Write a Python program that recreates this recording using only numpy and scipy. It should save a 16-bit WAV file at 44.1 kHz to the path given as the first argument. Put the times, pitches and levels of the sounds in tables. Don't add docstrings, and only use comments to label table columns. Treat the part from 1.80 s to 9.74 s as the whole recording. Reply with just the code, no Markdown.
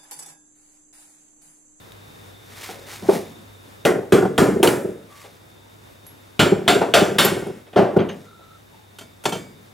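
import sys
import numpy as np
from scipy import signal
from scipy.fft import rfft, irfft, next_fast_len
from scipy.io import wavfile
from scipy.ndimage import map_coordinates

SR = 44100
rng = np.random.default_rng(int(sys.argv[2]) if len(sys.argv) > 2 else 0)


def file_out(sig):
    cols = np.atleast_2d(sig).T
    lim = np.clip(cols, -1, 1)
    pcm = np.round(lim * 32767).astype(np.int16)
    wavfile.write(sys.argv[1], SR, pcm)


N = 350020
SWAP_S = 4

# start in seconds, level in dB, knock on the supports in dB,
# hardness of that knock in dB, extra bass in dB, extra clang in dB, extra treble in dB, decay factor.
BLOWS = [(2.051, 0.5, -10.5, -5, -5, 0.5, 0, 0.95), (2.322, -0.5, -0.5, -22, 4.5, -1.5, -1, 1.23),
         (2.579, 1.5, -9, -18, 0.5, -2, -0.5, 1.45), (2.829, 1, -3, -10, -3.5, 2, 6.5, 0.93),
         (2.872, -8.5, -1.5, -14, 0.5, 3.5, 10.5, 1.42), (4.593, -0.84, -22, -8, 4.5, 0.5, -4, 1.174),
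         (4.878, -1.3, -24, -2, 1, -0.2, -2, 1.27), (5.138, -0.46, -28, -4, 0, 0.5, -1, 1.44),
         (5.384, -2.5, -22, -7, -0.5, 2, 4, 1.51), (5.445, -5.5, -3.5, -9, -6, -7.5, -2, 0.87)]
# pitch in Hz, level in dB, basic time to fall 60 dB in seconds.
CASTING = [(1020, -17, .35), (1210, -4, 0.2), (1404, 2.5, 0.28), (1543, -1, 0.35), (1850, -13.5, 0.13),
           (2030, -9.5, 0.13), (2460, -18, 0.35), (3043, -5.5, 0.088), (3000, -7, 0.24), (3584, -2.5, 0.2),
           (4430, -9.5, 0.28), (7370, -6.5, 0.32), (9900, -24, 0.2056)]
# pitch in Hz, level in dB, basic time to fall 60 dB in seconds.
SUPPORTS = [(123, -16.5, 0.14), (191.3, -3, 0.074), (265, -10.5, 0.065), (348.7, -1.5, 0.056),
            (369.4, -12.5, 0.23), (390, 4.5, 0.063), (462, -10, 0.11), (519, -4.5, 0.058),
            (633, -15.5, 0.099)]
# frequency in Hz, share from 0 to 1.
BASS = [(150, 1), (500, 0)]


def amp(db):
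    return 10 ** (np.asarray(db) / 20)


def unit(x):
    return x / np.sqrt(np.mean(x ** 2) + 1e-20)


def along(points, hz):
    f, v = np.transpose(points)
    return np.interp(np.log(hz + 1), np.log(f + 1), v)


def curves(rows):
    s, *cols = np.transpose(rows)
    return [np.interp(np.arange(N) / SR, s, c) for c in cols]


def gate(start, length, edge):
    corners = [start, start + edge, start + length - edge, start + length]
    return np.interp(np.arange(N) / SR, corners, [0, 1, 1, 0])


def wobble(rate):
    points = rng.standard_normal(int(N * rate / SR) + 4)
    return map_coordinates(points, [np.arange(N) * rate / SR])


def filtered(x, response):
    m = next_fast_len(N + SR // 2)
    return irfft(rfft(x, m) * response(np.fft.rfftfreq(m, 1 / SR)), m)[..., :N]


def add(track, s, sound):
    part = track[round(s * SR):][:len(sound)]
    part += sound[:len(part)]


def ring(modes, t, gain, stretch, rise, drift):
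    hz, db, t60 = np.transpose(modes)[:, :, None]
    luck_db = 2 * rng.standard_normal(hz.shape)
    level = amp(db + luck_db - 60 * t / (t60 * stretch)) * gain(hz)
    steps = rng.standard_normal((len(hz), len(t) // 32 + 1))
    wander = drift * np.cumsum(steps, axis=1).repeat(32, axis=1)[:, :len(t)]
    modes_sum = np.sum(level * np.sin(2 * np.pi * hz * t + wander), axis=0)
    return modes_sum * (1 - np.exp(-t / rise)) ** 2


def dying_noise(gain, size, length):
    hz, frames, z = signal.stft(rng.standard_normal(length), SR, nperseg=size)
    return signal.istft(z * gain(hz[:, None], frames), SR, nperseg=size)[1][:length]


def shed():
    # time in seconds, level of air and hum in dB, level of insects in dB.
    levels = [(0, -44.5, -59.5), (.8, -43.5, -56.5), (1.9, -44.5, -59), (2.3, -46.5, -69),
              (3.5, -48.5, -64), (4.5, -46.5, -62), (5.9, -50, -67), (6.5, -49.5, -63.5), (7.94, -47, -64)]
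    # frequency in Hz, level in dB per Hz.
    air_colour = [(20, 10.5), (40, 2), (70, -1.5), (120, -0.5), (200, -2.5), (400, -2.5), (800, -6.5),
                  (1500, -10.5), (3000, -16.5), (6000, -22), (12000, -25), (16000, -27)]
    # frequency in Hz, likeness from -1 to 1.
    likeness = [(60, 1), (130, 0.64), (290, 0.028), (640, -0.4), (1410, -0.34), (3100, 0.037), (6820, 0.8),
                (15000, 1)]
    air_db, insects_db = curves(levels)

    def spread(hz):
        angle = np.arccos(np.clip(along(likeness, hz), -1, 1)) / 2
        return amp(along(air_colour, hz)) * [np.cos(angle), np.sin(angle)]

    mid, side = filtered(rng.standard_normal((2, N)), spread)
    air = amp(.7 * wobble(14)) * unit(np.array([mid + side, mid - side]))
    hum_phase = 2 * np.pi * 100.3 * np.arange(N) / SR + .45 * wobble(12)
    hum = amp(1.2 * wobble(16)) * np.sin(hum_phase)
    insects = unit(filtered(rng.standard_normal(N), lambda hz: np.exp(-((hz - 3640) / 190) ** 2)))
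    tilt_db = np.array([[.25], [-.25]])
    steady = amp(air_db + tilt_db) * (air + amp(-5.5) * hum)
    return steady + insects * amp(insects_db + 1.4 * wobble(30))


def ticks():
    # start in seconds, level in dB, pitch in Hz, basic time to fall 60 dB in seconds.
    tick_rows = [(0.12, -40.5, 3680, 0.032), (2.873, -22.5, 4450, 0.057), (2.875, -20, 3020, 0.069),
                 (4.266, -38.5, 11300, 0.24), (5.449, -15, 12740, 0.091), (5.67, -45, 9700, 0.047),
                 (6.201, -49, 6290, 0.083), (6.291, -43, 6360, 0.13)]
    track, t = np.zeros(N), np.arange(SR // 4) / SR
    for s, db, hz, t60 in tick_rows:
        click = 0.95 * amp(-60 * t / 0.017) * rng.standard_normal(len(t))
        cluster = [(hz, 0, t60), (hz * 1.02, -5, t60), (hz * .97, -8, t60)]
        tone = ring(cluster, t, np.ones_like, stretch=0.94, rise=0.00017, drift=0.42)
        add(track, s, amp(db) * (tone + click))
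    return track


def rubbing():
    # loudest moment in seconds, level in dB, swell in dB per second, fade in dB per second.
    strokes = [(0.83, -40.5, 105, 109), (0.898, -38.5, 119, 209), (1.126, -38, 178, 109),
               (1.333, -31.5, 230, 140), (3.409, -44, 149, 101), (6.46, -55.5, 22.5, 167)]
    # frequency in Hz, level in dB per Hz.
    cloth = [(200, -26), (400, -10), (620, -8), (900, -5), (1400, -6.5), (2100, -2), (2800, -8),
             (3400, -7.5), (6000, -9.5), (12000, -14.5), (16000, -19)]
    t = np.arange(N) / SR
    grain = amp(1.3 * wobble(60) + 2.2 * wobble(500)) * rng.standard_normal(N)
    hiss = unit(filtered(grain, lambda hz: amp(along(cloth, hz))))
    return hiss * sum(amp(db - np.maximum(swell * (s - t), fade * (t - s)))
                      for s, db, swell, fade in strokes)


def knock(db, hard_db, bass_db):
    # pitch in Hz, level in dB, basic time to fall 60 dB in seconds.
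    edge_modes = [(758, -3.5, 0.082), (940, -12.5, 0.078), (1152, -16, 0.05), (1433, -3, 0.039)]
    t = np.arange(SR // 6) / SR

    def depth(hz):
        return amp(bass_db * along(BASS, hz))

    dull = ring(SUPPORTS, t, depth, stretch=0.81, rise=0.0053, drift=0.031)
    hard = ring(edge_modes, t, depth, stretch=0.77, rise=0.0061, drift=0.38)
    return amp(db) * (dull + amp(hard_db) * hard)


def impacts(rows, wakes, modes, modes_db, crack_db, clatter_db, rise):
    # frequency in Hz, share from 0 to 1.
    clang_reach, treble_reach = [(900, 0), (3200, 1), (7000, 0)], [(3500, 0), (11000, 1)]
    # frequency in Hz, level in dB per Hz.
    clatter, crack = [(60, -48), (120, 0.5), (180, -4), (380, 6), (520, 4.5), (900, -8.5), (1450, -9),
                      (2000, -13), (3300, -15), (5000, -19), (9000, -24), (12000, -32.5), (16000, -38.5)], [(200, -14), (700, 0.5), (1500, -12), (3300, 7), (5000, -34),
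                                       (9000, -13.5), (16000, -31)]
    # frequency in Hz, basic time to fall 60 dB in seconds.
    fade_times = [(80, 0.69), (300, 0.45), (800, 0.28), (2000, 0.28), (4000, 0.2), (7000, 0.27),
                  (12000, 0.23)]
    track, t = np.zeros(N), np.arange(SR // 2) / SR

    for s, db, knock_db, hard_db, bass_db, clang_db, treble_db, stretch in rows:
        def colour(hz):
            extra_db = bass_db * along(BASS, hz) + clang_db * along(clang_reach, hz)
            return amp(db + along(wakes, hz) + extra_db + treble_db * along(treble_reach, hz))

        luck_db, luck_life = rng.standard_normal((2, 257, 1)) * [[[2.5]], [[.07]]]

        def dense(hz, u):
            lives = u / (along(fade_times, hz) * stretch * (1 + luck_life))
            fall = amp(-60 * lives) + amp(-16.5 - 24.2 * lives)
            return colour(hz) * amp(along(clatter, hz) + clatter_db + luck_db) * fall

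        def first(hz, u):
            return colour(hz) * amp(along(crack, hz) + crack_db - 60 * u / 0.039)

        noise = dying_noise(dense, size=512, length=len(t))
        noise *= (1 - np.exp(-t / rise)) * np.minimum(1, 10 * (t[-1] - t))
        contact = dying_noise(first, size=128, length=4096)
        noise[:4096] += contact * (1 - np.exp(-t[:4096] / 0.00038))
        ringing = amp(modes_db) * ring(modes, t, colour, stretch, rise, drift=0.38)
        add(track, s - .0002, noise + ringing)
        add(track, s - .001, knock(knock_db, hard_db, bass_db))
    return track


def bumps():
    bump_rows = [(0.888, -32, -27, 9, 2, 4, 9, 2.2), (1.221, -27, -27, -15, 14, -16, 0.1, 3),
                 (1.287, -6, 5.1, -6.5, -15.5, -29, 1, 0.75), (1.327, -14.5, -15, -14, 7, -2, 18, 0.8),
                 (3.309, -40, -60, -9, -5, 5, 24, 0.66), (3.441, -30, -51, -5, -13.5, 8, 1, 0.48),
                 (5.011, -5.5, 0, 1.5, -14, -4, -3, 0.82), (5.867, -35.5, -53, 2, -9, 7, 0.1, 0.58),
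                 (5.93, -27, -35, 8, 5, 7, 6, 0.54), (5.96, -1.5, -2, -15, 2, -4, -5, 1.4),
                 (6.163, -16.5, 4.5, -7, 0.5, -7, -23, 0.96), (6.186, -9.5, -17, -10, 12.5, 0.5, -23, 0.89),
                 (6.288, -22, -37, -9, -14, 13.5, -1, 0.6), (6.589, -39, -44, 2, -3, -3, -6, 0.59)]
    # frequency in Hz, level in dB.
    bench = [(150, -12.5), (390, -15), (740, -5.5), (1450, -11), (3500, -13), (7000, -24), (12000, -18)]
    return impacts(bump_rows, bench, SUPPORTS, modes_db=-11.0, crack_db=-4, clatter_db=12.5, rise=0.0055)


def rocking():
    # start in seconds, level in dB, hardness in dB, loss to each following knock in dB.
    rocks = [(1.357, -12, -25, 5.5), (2.103, -4.5, -8, 16), (2.154, -8.5, -4.5, 5), (2.383, -4.9, -0.5, -1),
             (2.491, -18, -26, 16.5), (2.613, 2, -12, 5.5), (2.684, -7, -9.5, 5), (2.76, -4.5, -24, 1.5),
             (2.932, -6, -17, 18), (3.046, -5.5, -21, 7), (3.149, -22.5, -20.5, 8), (4.665, -6, -13.5, 24),
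             (4.72, 1.5, -11.5, 11), (4.789, -16, -9, 0.5), (4.955, -4.5, -16, 13), (5.085, -11.5, -5, 14),
             (5.18, -11, -19, 21), (5.217, -0.5, -15, 16), (5.282, -5, -12.5, 5), (5.353, -9, -12, 23),
             (5.518, -5, -24, 19), (5.567, -9.5, -13, 14), (5.622, -13.5, -5, 2), (5.679, -19, -12, 15),
             (5.987, 3.5, -6, 6), (6.134, -15, -2, 28), (6.205, -7, -20, 17), (6.269, -17.5, -18, 10)]
    settle_s, scatter_s = 0.035, 0.0041
    track = np.zeros(N)
    for s, db, hard_db, loss_db in rocks:
        for k in range(3):
            late = k * settle_s + (k > 0) * scatter_s * rng.standard_normal()
            add(track, s + late - .002, knock(db - k * loss_db, hard_db, bass_db=-0.8))
    return track


def right_blows():
    # frequency in Hz, level in dB.
    right_end = [(150, -9), (390, -12.5), (740, -10.5), (1450, -10.5), (3500, -14.5), (7000, -15),
                 (12000, -8.5)]
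    rows = [blow for blow in BLOWS if blow[0] < SWAP_S]
    return impacts(rows, right_end, CASTING, modes_db=-21.0, crack_db=5.5, clatter_db=12.5, rise=0.001)


def whistles():
    # start in seconds, length in seconds, first pitch in Hz, last pitch in Hz, level in dB.
    tones = [(3.283, 0.21, 1164, 1164, -55), (3.79, 0.14, 896, 890, -65), (6.434, 0.368, 1373, 1293, -56.5),
             (6.912, 0.16, 905, 857, -63)]
    out = np.zeros(N)
    for s, length, first_hz, last_hz, db in tones:
        hz = np.interp(np.arange(N) / SR, [s, s + length], [first_hz, last_hz])
        phase = 2 * np.pi * np.cumsum(hz * (1 + .03 * wobble(300))) / SR
        level = np.sqrt(2) * gate(s, length, 0.031) * amp(db + 4.2 * wobble(150))
        out += level * (np.sin(phase) + 0.17 * np.sin(3 * phase))
    return out


def left_blows():
    # frequency in Hz, level in dB.
    left_end = [(150, -9.5), (390, -18), (740, -9.5), (1450, -10.5), (3500, -4.5), (7000, -10.5),
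                (12000, -3)]
    rows = [blow for blow in BLOWS if blow[0] > SWAP_S]
    return impacts(rows, left_end, CASTING, modes_db=-9.5, crack_db=4, clatter_db=14, rise=0.0014)


def clanks():
    clank_rows = [(7.186, -30, -55, 0, -16, 6, 11.5, 0.42), (7.209, -31, -42, -6, 5, 0.5, 4, 0.79),
                  (7.438, -26, -39, 0.1, -1, -4, 7, 0.7), (7.454, -3, -18, 13.5, -6, -3.5, -3, 0.47),
                  (7.489, -21, -34, 0.1, 9, -2, 10, 0.47), (7.521, -16, -17.5, 8, 3, -1, 1.5, 1.14),
                  (7.553, -21.5, -24, 5, 8, -7, -9, 0.69)]
    # frequency in Hz, level in dB.
    loose = [(150, -9.5), (390, -17), (740, -12.5), (1450, -12), (3500, -8.5), (7000, -7.5), (12000, -2.5)]
    # pitch in Hz, level in dB, basic time to fall 60 dB in seconds.
    lifted = [(374, -9, 0.62), (646, 7, 0.19), (894, 3, 0.083), (1397, 5, 0.12), (1670, -21, 0.3),
              (2266, -11.5, 0.55), (2630, -4, 0.114), (3150, 3.5, 0.15), (3520, -5, 0.29),
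              (4370, -11, 0.24), (4834, -18, 0.66), (6030, -8, 0.12), (6500, -15.5, 0.34),
              (7400, -16, 0.42)]
    return impacts(clank_rows, loose, lifted, modes_db=-5.5, crack_db=2.3, clatter_db=11.5, rise=0.0012)


def ports(x, lead, left_db):
    sign = np.array([[.5], [-.5]])

    def response(hz):
        turn = np.exp(1j * sign * along(lead, hz) * (hz < 8000))
        return turn * amp(sign * left_db * (hz < 900))

    return filtered(x, response)


def walls(x, wet_db):
    # frequency in Hz, level in dB.
    colour = [(100, -29.5), (500, 0.5), (2000, -4.5), (5000, -11.0), (12000, -34)]

    def decay(hz, u):
        return amp(along(colour, hz) - 60 * u / 0.31)

    tails = np.array([dying_noise(decay, size=256, length=SR // 4) for port in "LR"])
    tails /= np.linalg.norm(tails[0])
    return amp(wet_db) * signal.fftconvolve(x[None], tails, axes=1)[:, :N]


def scene():
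    # frequency in Hz, lead in radians.
    lead_right, lead_left = [(0, 0), (340, 0.39), (690, 0.55), (3010, 0.36), (3360, 0.05), (4820, 0.027),
                             (16400, 0.31)], [(0, 0), (340, 0.37), (690, 0.58), (4910, 0.18),
                                                 (16400, -0.0)]
    rocks = rocking()
    before_swap = np.arange(N) < SWAP_S * SR
    right = right_blows() + rocks * before_swap + rubbing()
    left = left_blows() + rocks * ~before_swap + ticks() + bumps() + clanks()
    near = ports(right, lead_right, left_db=0.0) + ports(left, lead_left, left_db=0.3)
    return near + walls(right + left, wet_db=-19.0) + whistles() + shed()


def record(dry):
    top_hz, ceiling = 15800, 1.05
    cut = signal.sosfilt(signal.butter(3, 62, "high", fs=SR, output="sos"), dry)
    held = cut / (1 + np.abs(cut / ceiling) ** 4) ** (1 / 4)
    return filtered(held, lambda hz: hz < top_hz)


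dry = scene()
out = record(dry)
file_out(out)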